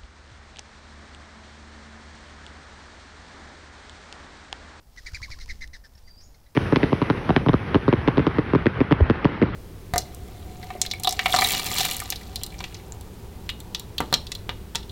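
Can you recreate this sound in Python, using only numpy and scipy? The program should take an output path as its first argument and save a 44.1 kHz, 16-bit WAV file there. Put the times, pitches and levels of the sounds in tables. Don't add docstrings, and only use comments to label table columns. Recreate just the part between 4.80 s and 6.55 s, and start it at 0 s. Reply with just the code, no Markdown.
import sys
import numpy as np
from scipy import signal
from scipy.fft import rfft, irfft, next_fast_len
from scipy.io import wavfile
from scipy.ndimage import map_coordinates

SR = 44100
rng = np.random.default_rng(int(sys.argv[2]) if len(sys.argv) > 2 else 0)


def transcribe(u):
    v = np.clip(np.atleast_2d(u).T, -1, 1)
    q = np.round(v * 32767).astype(np.int16)
    wavfile.write(sys.argv[1], SR, q)


N = 77175

# t/s, length/s, top f/Hz, whistle level/dB, 2nd and 3rd harmonic/dB (relative to the
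# whistle), hiss level/dB, loudest point (0 to 1), depth of the pitch bend
WINGBEATS = [(0.172, .030, 2042, -42, -11.5, -12, -49.5, 0.33, 0.74),
             (.259, 0.035, 2298, -36, -7.5, -14.5, -45.5, .32, 1.11),
             (0.342, 0.035, 2478, -37.5, -1, -13, -44, .21, 1.58),
             (0.424, 0.04, 2316, -38, -2.5, -14.5, -47, 0.25, 1.07),
             (0.508, 0.041, 2302, -41.5, -2.5, -19, -47.5, 0.36, 0.952),
             (0.597, 0.044, 2161, -48.5, 0, -7.5, -48, 0.44, 0.43),
             (0.686, 0.038, 2134, -36.5, -10, -14, -45.5, 0.56, 0.37),
             (.807, 0.042, 2107, -38, -9.5, -13, -48, 0.49, 0.39),
             (0.93, 0.039, 2064, -43.5, -8.5, -17, -49.5, 0.37, 0.67),
             (1.036, 0.037, 1821, -53.5, -10.5, -3, -58.5, 0.42, .35),
             (1.15, 0.019, 1816, -62, -12, 9.5, -64, 0.12, 0.36),
             (1.174, 0.017, 1714, -70.5, 2, 5.5, -57.5, .4, 0.64),
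             (1.273, 0.0325, 2070, -57.5, -21, -11, -60.5, 0.37, 0.43),
             (1.403, 0.031, 1903, -66, -12, -13, -58, 0.1, 0.2),
             (1.541, 0.031, 2115, -65.5, 1, -3, -64, 0.19, 0.28),
             (1.657, 0.041, 1986, -67, 1, -17, -76, 0.22, 0.11)]
# f/Hz, level/dB
HISS_COLOUR = [(300, -17), (900, -14), (1500, -2), (2000, 1.5), (2500, -5), (2900, -5.5), (3400, -9),
               (4300, 4), (5400, 6.5), (6500, -4), (7500, -12), (10000, -15.5), (15000, -38)]
# f/Hz, level/dB
TICK_COLOUR = [(500, -14.5), (2500, -8.5), (5200, -2.5), (8000, -13), (15000, -21.5)]


def amp(db):
    return 10 ** (np.asarray(db) / 20)


def unit(x):
    return x / np.sqrt(np.mean(x ** 2) + 1e-20)


def clock():
    return np.arange(N) / SR


def along(points, hz):
    freqs, values = np.transpose(points)
    return np.interp(np.log(hz + 1), np.log(freqs + 1), values)


def curves(rows):
    times, *columns = np.transpose(rows)
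    return [np.interp(clock(), times, column) for column in columns]


def wobble(rate):
    return map_coordinates(rng.standard_normal(4096), [clock() * rate], mode="mirror")


def filtered(x, response):
    size = next_fast_len(N + SR // 2)
    return irfft(rfft(x, size) * response(np.fft.rfftfreq(size, 1 / SR)), size)[:N]


def noise(colour):
    return unit(filtered(rng.standard_normal(N), lambda hz: amp(along(colour, hz))))


def bursts(rows, attack_s, decay_s):
    t = clock()
    return sum(amp(db) * np.exp(-np.maximum((at - t) / attack_s, (t - at) / decay_s)) for at, db in rows)


def echo(x, decay):
    hz, t, spectrum = signal.stft(rng.standard_normal(SR // 2), SR, nperseg=256)
    fade = amp(-60 * t / along(decay, hz)[:, None])
    tail = signal.istft(spectrum * fade, SR, nperseg=256)[1]
    return signal.fftconvolve(x, tail / np.linalg.norm(tail))[:N]


def ground_echoes(x, count=8, latest_s=0.012):
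    delays, signs = rng.uniform(0.001006, latest_s, count), rng.choice([-1, 1], count)
    copies = (sign * np.pad(x, (int(delay * SR), 0))[:N] for delay, sign in zip(delays, signs))
    return sum(copies) / np.sqrt(count)


def yard():
    # f/Hz, level/dB
    colour = [(59, 4), (100, -1), (140, 1), (387, -9), (412, -9), (477, -6), (819, -7), (1140, -12.5),
              (1920, -17), (2420, -19.5), (3820, -28.5), (4910, -25), (14500, -20.5)]
    return amp(-60.5) * noise(colour)


def songbird(waver=0.0026, sweep_waver=0.0082):
    # t/s, f/Hz, level/dB
    song = [(1.235, 4700, -76), (1.26, 4672, -61.5), (1.285, 4747, -52), (1.322, 4674, -67),
            (1.358, 4783, -72), (1.371, 4720, -52.5), (1.392, 5160, -55), (1.41, 5530, -57),
            (1.423, 6200, -59), (1.441, 6870, -57.5), (1.456, 6690, -65), (1.47, 6750, -82)]
    hz, db = curves(song)
    singing = (clock() > song[0][0]) & (clock() < song[-1][0])
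    steepness = abs(np.gradient(hz) / np.gradient(hz).max())
    hz = hz * (1 + (waver + sweep_waver * np.sqrt(steepness)) * wobble(290))
    return singing * amp(db) * np.sin(2 * np.pi * np.cumsum(hz) / SR)


def litter(grain_db=3):
    # t/s, level/dB
    rustle_levels = [(0, -72), (.2, -63), (.32, -58), (.55, -60.5), (.78, -62), (.9, -75), (1.2, -67.5),
                     (1.75, -71.5)]
    # t/s, level/dB
    ticks = [(.660, -43.5), (.757, -53), (.770, -67), (.777, -66), (.876, -44.5), (1.151, -59)]
    grains = unit(noise(TICK_COLOUR) * amp(grain_db * wobble(400)))
    rustle = amp(curves(rustle_levels)[0]) * grains
    return rustle + noise(TICK_COLOUR) * bursts(ticks, attack_s=0.00037, decay_s=0.0014)


def pushed_air():
    # t/s, level/dB
    draught = [(0, -55), (.2, -48.5), (.32, -44.5), (.75, -42), (.88, -45.5), (1.0, -50), (1.2, -52.5),
               (1.32, -48.5), (1.52, -48.5), (1.6, -56.5), (1.75, -53)]
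    # f/Hz, level/dB
    rumble = [(8, -2), (22, -6), (38, -0.5), (70, -4.5), (110, -17), (200, -25.5), (500, -36.5),
              (2000, -75)]
    # t/s, half width/s, level/dB
    pushes = [(0.255, 0.0067, -36), (.338, 0.004, -27.5), (0.417, 0.0032, -34), (.505, 0.0037, -31.5),
              (.533, 0.017, -37), (0.587, 0.005, -37.5), (0.628, .012, -32), (0.72, 0.014, -30),
              (0.827, 0.023, -34.5), (0.946, 0.01, -37)]
    out = amp(curves(draught)[0]) * noise(rumble)
    for at, half_width, db in pushes:
        offset = (clock() - at) / half_width
        out -= amp(db) * (1 - offset ** 2) * np.exp(-offset ** 2 / 2)
    return out


def claps():
    # t/s, level/dB
    hits = [(.164, -48.5), (.252, -51.5), (.337, -43), (.419, -41), (.504, -41), (.589, -44), (.681, -49)]
    # f/Hz, level/dB
    colour = [(200, -16), (700, -5), (1500, 7), (3000, -6), (5200, 4.5), (8000, -14), (15000, -32)]
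    return noise(colour) * bursts(hits, attack_s=0.0018, decay_s=0.0034)


def upstrokes(length_s=0.019, sag=0.19, hiss_db=-15):
    # middle t/s, f/Hz, level/dB
    notes = [(0.238, 1200, -62), (0.318, 1430, -54), (0.406, 1140, -49.5), (0.488, 1070, -47.5),
             (.574, 1070, -55), (0.666, 1020, -57)]
    out, hiss = np.zeros(N), amp(hiss_db) * noise(HISS_COLOUR)
    waver = 1 + 0.04 * wobble(300)
    for middle, hz, db in notes:
        progress = np.clip((clock() - middle) / length_s + .5, 0, 1)
        pitch = hz * waver * (1 - sag * (progress - .5))
        tone = np.sin(2 * np.pi * np.cumsum(pitch) / SR)
        swell = np.sin(np.pi / 2 * np.interp(progress, [0, 0.52, 1], [0, 1, 0])) ** 1.3
        out += amp(db) * swell * (tone + hiss)
    return out


def pitch_arch(progress, depth, top_at=0.248):
    early = np.maximum(1 - progress / top_at, 0)
    late = np.maximum(progress - top_at, 0) / (1 - top_at)
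    return 1 - depth * (0.263 * early ** 2 + 0.1326 * late + .27 * late ** 6)


def feather(pitch_ratio, flutter_per_s=480, attack_s=.005, release_s=.004, fade_db=19):
    t, out = clock(), np.zeros(N)
    waver = pitch_ratio * (1 + .026 * wobble(flutter_per_s))
    shake_low, shake_mid, shake_high = [amp(3 * wobble(flutter_per_s)) for _ in range(3)]
    for start, length, hz, db, second_db, third_db, _, peak, depth in WINGBEATS:
        on = (t > start) & (t < start + length)
        age = t[on] - start
        progress = age / length
        phase = 2 * np.pi * np.cumsum(hz * pitch_arch(progress, depth) * waver[on]) / SR
        edges = np.clip(np.minimum(age / attack_s, (length - age) / release_s), 0, 1)
        force = edges * amp(-fade_db * abs(progress - peak))
        note = shake_low[on] * np.sin(phase)
        octave = shake_mid[on] * amp(second_db) * np.sin(2 * phase)
        upper = shake_high[on] * (amp(third_db) * np.sin(3 * phase) + amp(-28.5) * np.sin(4 * phase))
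        out[on] += np.sqrt(2) * amp(db) * force * (note + np.sqrt(force) * (octave + upper))
    return out


def wing_hiss(attack_s=0.0034, release_s=0.0098, fade_db=11, snaps_per_s=290, grain_db=1.5):
    t, flow = clock(), np.zeros(N)
    for start, length, *_, db, peak, _ in WINGBEATS:
        age = t - start
        edges = np.clip(age / attack_s, 0, 1) * np.exp(-np.maximum(age - length, 0) / release_s)
        flow += amp(db - fade_db * abs(age / length - peak)) * edges
    snaps = (rng.random(N) < snaps_per_s / SR) * rng.standard_normal(N)
    crackle = unit(filtered(snaps, lambda hz: amp(along(TICK_COLOUR, hz))))
    rasp = unit(noise(HISS_COLOUR) * amp(grain_db * wobble(530)))
    return flow * (rasp + amp(-10) * crackle)


def downstrokes():
    return wing_hiss() + feather(pitch_ratio=1) + amp(-7.5) * feather(pitch_ratio=.885)


def scene():
    # f/Hz, time to fade by 60 dB/s
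    trees = [(200, 0.27), (2000, 0.2), (6000, 0.49), (14000, 0.39)]
    # f/Hz, time to fade by 60 dB/s
    leaves = [(200, 0.073), (6000, 0.26), (14000, 0.2)]
    takeoff = downstrokes() + upstrokes() + claps() + litter()
    song = songbird()
    near = takeoff + amp(-22) * ground_echoes(takeoff) + amp(-16.5) * echo(takeoff, trees)
    far = amp(-2) * song + echo(song, leaves) + amp(-3) * echo(song, trees)
    return (near + far + pushed_air() + yard())[None]


def record(dry, top_hz=15720):
    return filtered(dry[0], lambda hz: hz < top_hz)[None]


dry = scene()
out = record(dry)
transcribe(out)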